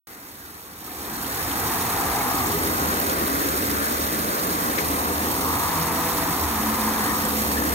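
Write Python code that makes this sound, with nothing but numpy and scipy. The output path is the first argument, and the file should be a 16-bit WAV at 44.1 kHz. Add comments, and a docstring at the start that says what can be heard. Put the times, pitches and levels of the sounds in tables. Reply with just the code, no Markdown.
"""Water pump beside a road

A submersible pump runs in an open concrete pit: water churns, bubbles ring, tiny bursting
bubbles make a hissing spray, and the motor hums faintly. Cars pass with rumbling, rushing tyres.
An engine drone sags briefly; then a lower drone climbs slowly and drops at a gear change.
A hollow hum comes and goes. The whole sound starts soft and swells within the first two seconds."""
import sys
import numpy as np
from scipy import signal
from scipy.fft import rfft, irfft, next_fast_len
from scipy.io import wavfile
from scipy.ndimage import uniform_filter1d, map_coordinates

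SR = 44100
rng = np.random.default_rng(int(sys.argv[2]) if len(sys.argv) > 2 else 0)


def write(x):
    x = np.atleast_2d(x).T
    wavfile.write(sys.argv[1], SR, np.round(np.clip(x, -1, 1) * 32767).astype(np.int16))


N = 341334

# Passing cars. One "road distance" is the gap between the pit and the road.
# (time straight ahead [s], time to drive one road distance [s], heading [+1 left, -1 right],
# rumble level [dB], extra roar and tyre level [dB], tread pitch [Hz], tread level [dB])
CARS = [(2.42, 0.67, 1, -37.5, 0.5, 793, -31.5), (5.5, 0.85, -1, -54, -0.5, 954, -32),
        (7.2, 0.77, 1, -42, -1, 1010, -35)]
# Tone of the cars' deep rumble, their roar, and their tyres near and far: (frequency [Hz], level [dB])
RUMBLE_SPECTRUM = [(15, -50), (26, -25), (38, -17), (46, -6.5), (60, -6), (75, -1), (95, -4.5), (120, -5),
                   (160, -9.5), (250, -31.5)]
ROAR_SPECTRUM = [(70, -42), (135, -12.5), (170, -4), (215, -2), (300, -0.1), (350, -4.5), (400, -3.5),
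                 (440, -6.5), (525, -6.5), (575, -15), (800, -14.5), (1500, -64)]
NEAR_TYRE_SPECTRUM = [(400, -39), (610, -9), (690, -0.5), (800, 1), (1000, 2), (1250, 1.5), (1450, -7.5),
                      (1900, -7), (2600, -14), (4000, -44), (8000, -74)]
FAR_TYRE_SPECTRUM = [(300, -37), (450, -1.5), (560, 0.5), (700, -2.5), (850, -7.5), (1150, 1.5), (1450, -7),
                     (1900, -11.5), (2600, -15.5), (4000, -55), (8000, -68)]
# An engine drone sags briefly, then a lower drone starts a slow climb (early part);
# it climbs on and drops at a gear change (late part):
# (time [s], firing rate [Hz], overtone level before resonances [dB], firing tone level [dB])
EARLY_DRONE = [(2.42, 82.2, -51, -39), (2.5, 81.93, -38, -44), (2.56, 81.8, -32, -41),
               (2.62, 81.8, -46, -39), (2.69, 81.8, -32.5, -43), (2.76, 81, -49, -41),
               (2.85, 80.5, -46, -36.5), (3.14, 79, -37, -44), (3.3, 68.96, -39, -39),
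               (3.45, 69.8, -42.5, -61), (3.75, 70.84, -32, -41), (4.02, 72, -53, -40.5),
               (4.22, 72.8, -40, -45)]
LATE_DRONE = [(4.8, 75.98, -44, -44), (5.2, 77.5, -30, -36), (5.35, 78.6, -34, -55), (5.5, 79.6, -33, -33),
              (5.6, 80.2, -43, -42), (5.73, 80.8, -36, -44), (5.8, 81.05, -28.5, -44),
              (5.91, 82.15, -37, -47), (6.03, 82.34, -31.5, -44), (6.2, 82.6, -32.5, -56),
              (6.33, 80.5, -38, -46), (6.45, 75.65, -34, -35), (6.55, 73.75, -39, -38),
              (6.63, 73.2, -35.5, -44), (6.8, 72.6, -34, -45), (7.05, 71.85, -35, -45),
              (7.4, 71.7, -31.5, -37), (7.52, 70.7, -34.5, -36), (7.74, 70.3, -36.5, -31)]
# Resonances (pitches that ring) of the exhaust in each part, and of the yard walls:
# (frequency [Hz], width [Hz], relative level [dB])
EARLY_EXHAUST = [(403, 19, 3.5)]
LATE_EXHAUST = [(499, 34, 3), (660, 28, 3)]
YARD_RESONANCES = [(162, 5, -1.5), (218.5, 8, 4.5), (280, 11, 1.5), (326, 24, -9)]
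# Peaks of the filter, applied twice, that shapes the hollow hum: (frequency [Hz], width [Hz], level [dB])
HUM_PEAKS = [(282, 16, 0), (255, 14, -3)]
# Loudness of the hollow hum and of the tumbling water: (time [s], level [dB])
HUM_LEVEL = [(2.6, -58), (2.9, -38), (3.25, -35.5), (4.0, -49), (4.55, -45), (5.15, -38), (5.5, -42),
             (6.2, -42), (6.7, -57), (7.15, -40), (7.6, -43)]
CHURN_LEVEL = [(0.6, -31), (1.1, -31.5), (1.6, -33), (3.6, -32), (5.1, -36.5), (7.7, -32.5)]
# Tones of the pump motor: (frequency [Hz], level [dB])
MOTOR_TONES = [(100, -56), (302, -47), (1986, -55)]
# Big single bubbles: (time [s], level [dB], pitch [Hz], time to fade by 60 dB [s])
BIG_BUBBLES = [(0.875, -22, 1240, .08), (1.70, -26, 1840, .05), (2.206, -20, 2200, 0.048),
               (4.343, -37, 1850, .07), (4.725, -25, 1790, .04), (5.691, -22, 1733, 0.045),
               (7.566, -24.5, 1738, 0.12)]
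# Single drops: (time [s], level [dB], pitch [Hz], width [share of pitch], time to fade by 60 dB [s])
DROPS = [(1.049, -28, 3900, .25, .04), (1.078, -23, 1150, .4, .08), (1.243, -31, 3000, .2, .05),
         (1.509, -28, 3100, 0.26, .06), (2.383, -26, 5100, .25, .025), (2.469, -23.5, 7500, 0.33, .035),
         (3.0, -16.5, 13800, .26, .02), (3.897, -23.5, 9100, .3, .025), (4.779, -22, 2000, .5, 0.065),
         (4.784, -20.5, 2170, .32, 0.06), (4.783, -26, 5030, 0.81, 0.05), (5.477, -30, 8500, 0.44, .02),
         (5.798, -22, 13300, .26, .02), (6.162, -25.5, 8500, .4, .02), (6.696, -27, 10550, .08, .035),
         (7.251, -22, 8060, 0.19, .025)]
# Tone of the tumbling water, and of the spray at each ear: (frequency [Hz], level [dB])
CHURN_SPECTRUM = [(150, -50), (300, 9.5), (600, 0.5), (1050, -3), (1480, 9.5), (1800, 9), (2000, 4.5),
                  (2600, -6), (3500, -31), (7000, -80)]
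SPRAY_LEFT = [(600, -60), (2700, -8.9), (3300, -8.6), (3900, -6.2), (5000, -7.5), (6900, -6.2),
              (7450, -9.5), (8300, -24.7), (9200, -14.5), (10000, -10.0), (11700, -8.6), (13000, -6.0),
              (14700, -13.0), (15700, -12.5)]
SPRAY_RIGHT = [(600, -60), (1500, -14.4), (2700, -12.3), (4500, -9.0), (7200, -8.0), (7900, -4.5),
               (9000, -5.3), (9700, -1.2), (10900, -9.8), (11300, -8.3), (11750, -3.6), (12900, 0.3),
               (14300, 1.0), (15700, -3.5)]
# Ringing of the pit and its pipes: (frequency [Hz], width [Hz], level [dB])
PIT_RESONANCES = [(3760, 90, -4), (4220, 80, -7), (4530, 80, -8), (5450, 100, -6), (5730, 80, -11),
                  (6680, 140, -8), (7790, 80, -7)]
# Standing waves with a quiet spot between the ears: (frequency [Hz], width [Hz], cancelled share [dB])
PIT_NODES = [(4886, 295, 0), (6100, 120, 0.5), (7210, 210, -3)]

TOP_HZ = 15780  # upper limit of the whole sound


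def amp(db):
    """Turn decibels into a gain to multiply by."""
    return 10 ** (np.asarray(db) / 20)


def unit(x):
    """Scale a signal to an average (rms) level of 1."""
    return x / np.sqrt(np.mean(x ** 2) + 1e-20)


def colour(points, hz):
    """Gain at each frequency, from (Hz, dB) points joined along a pitch scale."""
    point_hz, db = np.transpose(points)
    return amp(np.interp(np.log(hz + 1), np.log(point_hz + 1), db))


def resonances(peaks, hz):
    """Gain at each frequency, from (Hz, width in Hz, dB) peaks added together."""
    return sum(amp(db) / (1 + (2 * (hz - centre) / width) ** 2) for centre, width, db in peaks)


def curves(rows):
    """Join the rows of a timed table: one value per sample for each column after the time."""
    times, *columns = np.transpose(rows)
    return [np.interp(np.arange(N) / SR, times, column) for column in columns]


def wobble(rate):
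    """A smooth curve through `rate` random values a second."""
    return map_coordinates(rng.standard_normal(int(N * rate / SR) + 4), [np.arange(N) * rate / SR])


def filtered(x, response):
    """Turn each frequency of x up or down by the gain response(hz)."""
    size = next_fast_len(N + SR // 4)
    return irfft(rfft(x, size) * response(np.fft.rfftfreq(size, 1 / SR)), size)[..., :N]


def panned(balance_db):
    """Left and right gains; a positive balance is louder on the left."""
    return unit(amp(np.array([[balance_db], [-balance_db]]) / 2))


def ears(x, lead_ms):
    """Sound reaches the left ear lead_ms before the right (after it, if negative)."""
    n = np.arange(N)
    shift = lead_ms * SR / 2000  # half the lead, in samples
    return np.array([map_coordinates(x, [n + shift]), map_coordinates(x, [n - shift])])


def rush(spectrum, direct, lead_ms, patchy_db):
    """Uneven stereo noise: the `direct` share comes from one direction, the rest is scattered."""
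    slices = signal.stft(rng.standard_normal((3, N)), nperseg=1024)[2]
    patches = uniform_filter1d(rng.standard_normal(slices.shape[1:]), 5, axis=0)  # smooth over pitch
    patches = uniform_filter1d(patches, 9, axis=1)  # and over time
    noise = signal.istft(slices * amp(patchy_db * unit(patches)), nperseg=1024)[1][:, :N]
    noise = filtered(noise, lambda hz: colour(spectrum, hz))
    return unit(np.sqrt(direct) * ears(noise[0], lead_ms) + np.sqrt(1 - direct) * noise[1:])


def noise_band(centre_hz, width_hz, lead_ms, scatter):
    """Stereo noise, partly scattered, narrowed twice by the same filter peak."""
    peak = [(centre_hz, width_hz, 0)]
    noise = filtered(rng.standard_normal((3, N)), lambda hz: resonances(peak, hz) ** 2)
    return unit(ears(noise[0], lead_ms) + scatter * noise[1:])


def places():
    """Where each car is over time, in road distances: 0 is straight ahead, positive is left."""
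    t = np.arange(N) / SR
    return np.array([heading * (t - ahead_s) / drive_s for ahead_s, drive_s, heading, *_ in CARS])


def direction(ahead_ms=0.17, swing_ms=0.333):
    """The left ear's lead in ms, which follows the direction of the nearest car."""
    place = places()
    distance = np.hypot(1, place)
    return ahead_ms + swing_ms * np.average(place / distance, axis=0, weights=distance ** -6)


def nearness(loudest_at, reach):
    """For each car: 1 at the loudest spot, half at `reach` from it, falling with distance squared."""
    return 1 / (1 + ((places() - loudest_at) / reach) ** 2)


def passing(cars_db, distant_db, loudest_at, reach):
    """Level in dB of one road noise: each car swells and fades over steady distant traffic."""
    power = amp(cars_db)[:, None] ** 2 * nearness(loudest_at, reach)
    return 10 * np.log10(power.sum(axis=0) + amp(distant_db) ** 2)


def hollow_hum(lead_ms):
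    """A hollow, wavering hum comes and goes in the noise of the road."""
    level_db, = curves(HUM_LEVEL)
    tone = unit(filtered(rng.standard_normal(N), lambda hz: resonances(HUM_PEAKS, hz) ** 2))
    return ears(amp(level_db) * tone, lead_ms)


def wall_echo(x, lead_ms, gain=0.21):
    """A wall repeats the road a little later; the delay slides with the car's direction."""
    n = np.arange(N)
    delay_ms = 17 + 5 * lead_ms
    echo = np.array([np.interp(n - delay_ms * SR / 1000, n, ear) for ear in x])
    return unit(x + gain * echo)


def traffic(lead_ms, roar_peak_db=-32.5, near_peak_db=-29, far_peak_db=-24.5):
    """Passing cars rumble, roar and hiss on their tyres; each noise is loudest at its own spot."""
    *_, car_rumble_db, extra_db, _, _ = np.transpose(CARS)
    rumble_db = passing(car_rumble_db, distant_db=-39, loudest_at=-0.83, reach=1)
    roar_db = passing(roar_peak_db + extra_db, distant_db=-33.5, loudest_at=0.59, reach=0.73)
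    near_db = passing(near_peak_db + extra_db, distant_db=-36, loudest_at=-0.37, reach=0.72)
    far_db = passing(far_peak_db + extra_db, distant_db=-33.5, loudest_at=0.58, reach=0.52)
    rumble = amp(rumble_db) * rush(RUMBLE_SPECTRUM, direct=0.95, lead_ms=lead_ms, patchy_db=1.2)
    roar = amp(roar_db) * rush(ROAR_SPECTRUM, direct=0.92, lead_ms=0.5 * lead_ms, patchy_db=1.4)
    near = rush(NEAR_TYRE_SPECTRUM, direct=0.63, lead_ms=lead_ms, patchy_db=-0.22)
    far = rush(FAR_TYRE_SPECTRUM, direct=0.77, lead_ms=lead_ms, patchy_db=1)
    # the more a car lies to the left, the farther down the road it is
    away = np.clip((lead_ms - 0.24) / 0.28, 0, 1)
    tyres = wall_echo(np.sqrt(1 - away) * near + np.sqrt(away) * far, lead_ms)
    tyres_db = (1 - away) * near_db + away * far_db
    return rumble + roar + amp(tyres_db) * tyres * panned(2.45)


def treads(lead_ms, corner_db=-5.5, corner_span=0.18):
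    """Each car's tyre tread sings in its own hollow band, quieter while behind a corner."""
    out = np.zeros((2, N))
    powers = nearness(loudest_at=-0.25, reach=0.43)
    for place, power, (*_, tread_hz, db) in zip(places(), powers, CARS):
        band = noise_band(tread_hz, width_hz=310, lead_ms=lead_ms, scatter=amp(-4))
        hidden = np.clip(place / corner_span, 0, 1)
        out += amp(db + corner_db * hidden) * np.sqrt(power) * band
    return out * panned(2)


def tyre_horn(lead_ms, level_db=-30):
    """The wedge between tyre and road acts as a horn, beaming a brighter band as a car goes by."""
    band = noise_band(centre_hz=1170, width_hz=380, lead_ms=lead_ms, scatter=0.5)
    tread_db = np.transpose(CARS)[-1]
    beam = amp(tread_db - tread_db.max()) @ nearness(loudest_at=-0.07, reach=0.12)
    return amp(level_db) * beam * band * panned(2.5)


def engine(rows, exhaust, lead_ms, exhaust_db, fade_db_per_s=90):
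    """An engine's firing makes a tone; its overtones sing out at the yard and exhaust resonances."""
    t = np.arange(N) / SR
    firing_hz, overtones_db, firing_db = curves(rows)
    phase = 2 * np.pi * np.cumsum(firing_hz * (1 + 0.0018 * wobble(12))) / SR
    tone = np.zeros(N)
    for harmonic in range(1, 9):
        hz = harmonic * firing_hz
        ringing = resonances(YARD_RESONANCES, hz) + amp(exhaust_db) * resonances(exhaust, hz)
        gain = amp(firing_db) if harmonic == 1 else amp(overtones_db) * ringing
        flutter = amp(0.48 * wobble(6.9) + 0.76 * wobble(30))
        phase_offset = 0.11 * wobble(22) + 2 * np.pi * rng.random()
        tone += gain * flutter * np.sin(harmonic * phase + phase_offset)
    outside_s = np.abs(t - np.clip(t, rows[0][0], rows[-1][0]))  # before the first row or after the last
    return np.sqrt(2) * ears(amp(-fade_db_per_s * outside_s) * tone, lead_ms)


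def pump_motor():
    """The pump's hum and whine waver as water loads its spinning blades."""
    t = np.arange(N) / SR
    tones = np.zeros(N)
    for hz, db in MOTOR_TONES:
        gain = amp(db + 2.7 * wobble(4.45))
        tones += gain * np.sin(2 * np.pi * hz * t + 0.75 * wobble(7))
    return np.sqrt(2) * tones


def small_bubbles(level_db=-48, count=600, centre_hz=1900, ring_cycles=60, rise=0.08):
    """Small bubbles tinkle at random moments, rising in pitch as they near the surface."""
    when, size = rng.random((count, 2)).T[:, :, None]
    pitch, side = rng.standard_normal((count, 2)).T[:, :, None]
    hz = np.minimum(centre_hz * np.exp(0.35 * pitch), TOP_HZ)
    t = np.arange(SR // 16) / SR
    age = t * hz / ring_cycles  # 1 when the bubble has faded by 60 dB
    envelope = amp(6 * size ** 3 - 60 * age) * (1 - np.exp(-t * hz))
    rings = envelope * np.sin(2 * np.pi * hz * t * (1 + rise * age / 2))
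    samples = ((when * N).astype(int) + np.arange(len(t))).ravel()
    balance_db = 4 + 3 * side
    # add every ring into each ear at its own moment
    out = [np.bincount(samples, (rings * amp(ear * balance_db / 2)).ravel(), N)[:N] for ear in (1, -1)]
    return amp(level_db) * unit(np.array(out))


def big_bubbles(attack_s=0.0027):
    """A few big bubbles ring out singly, each a short, rounded tone."""
    t = np.arange(SR // 5) / SR
    out = np.zeros(N + SR)
    for start_s, db, hz, fade_s in BIG_BUBBLES:
        envelope = amp(db - 60 * t / fade_s) * (1 - np.exp(-t / attack_s))
        out[round(start_s * SR):][:len(t)] += envelope * np.sin(2 * np.pi * hz * t)
    return out[:N] * panned(3)


def drops(centred_hz=5500, lean_db_per_octave=7, rise_cycles=4):
    """Drops spit out of the spray, each a short burst round its own pitch; high ones lie to the right."""
    t = np.arange(SR // 5) / SR
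    hz = np.fft.rfftfreq(len(t), 1 / SR)
    out = np.zeros((2, N + SR))
    for start_s, db, pitch_hz, width, fade_s in DROPS:
        band = resonances([(pitch_hz, width * pitch_hz, 0)], hz)
        noise = unit(irfft(rfft(rng.standard_normal((2, len(t)))) * band, len(t)))
        attack = 1 - np.exp(-t * pitch_hz / rise_cycles)  # bigger, lower drops land more softly
        burst = attack * amp(db - 60 * t / fade_s) * noise
        balance_db = lean_db_per_octave * np.log2(centred_hz / pitch_hz)
        out[:, round(start_s * SR):][:, :len(t)] += burst * panned(balance_db)
    return out[:, :N]


def churn():
    """Water tumbles in the pit below; it reaches the right ear first but is louder in the left."""
    level_db, = curves(CHURN_LEVEL)
    water = rush(CHURN_SPECTRUM, direct=0.79, lead_ms=-0.33, patchy_db=3)
    return amp(level_db + 0.23 * wobble(11)) * water * panned(5)


def standing_waves(x):
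    """Waves across the pit push one ear as they pull the other; at those pitches shared sound cancels."""
    return x - filtered(x.mean(axis=0), lambda hz: resonances(PIT_NODES, hz))


def spray(level_db=-26, spots=8, pops_per_s=600, pop_s=0.002, echo_s=0.05, echo_db=1):
    """Tiny bubbles burst at several spots on the water; each spot has its own echo off the pit walls."""
    t = np.arange(SR // 20) / SR
    out = np.zeros((2, N))
    for _ in range(spots):
        popping = rng.random(N) < pops_per_s / SR
        size_db = 2.7 * np.minimum(rng.exponential(size=N), 5.2)
        pops = popping * amp(size_db)
        power = signal.oaconvolve(pops ** 2, amp(-60 * t / pop_s))[:N]
        fizz = np.sqrt(np.abs(power)) * rng.standard_normal(N)
        walls = rng.standard_normal((2, len(t))) * amp(-60 * t / echo_s)
        walls /= np.linalg.norm(walls, axis=1, keepdims=True)
        echo = np.array([signal.oaconvolve(fizz, wall)[:N] for wall in walls])
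        out += ears(fizz, lead_ms=rng.normal(-0.323, 0.024)) + amp(echo_db) * echo
    ear_colours = lambda hz: np.array([colour(SPRAY_LEFT, hz), colour(SPRAY_RIGHT, hz)])
    out = filtered(out, lambda hz: (1 + resonances(PIT_RESONANCES, hz)) * ear_colours(hz))
    surge_db = 0.35 * wobble(6) + 0.15 * wobble(35)  # the jet surges slightly
    return amp(level_db + surge_db) * unit(standing_waves(out))


def scene():
    """The pit close by, the road behind it."""
    pit = spray() + churn() + small_bubbles() + big_bubbles() + drops() + pump_motor()
    lead_ms = direction()
    drone = engine(EARLY_DRONE, EARLY_EXHAUST, lead_ms, exhaust_db=0.5)
    drone += engine(LATE_DRONE, LATE_EXHAUST, lead_ms, exhaust_db=-10.5)
    road = traffic(lead_ms) + treads(lead_ms) + tyre_horn(lead_ms) + drone + hollow_hum(lead_ms)
    return pit + road


def record(dry):
    """After a moment of silence the sound starts soft, then swells; the highest treble is cut off."""
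    start_s, swell_times_s, swell_levels_db = 0.07, [0.75, 1.66], [-16, -0.5]
    t = np.arange(N) / SR
    swell = (t >= start_s) * np.interp(t, swell_times_s, amp(swell_levels_db))
    return filtered(dry * swell, lambda hz: hz < TOP_HZ)


dry = scene()
out = record(dry)
write(out)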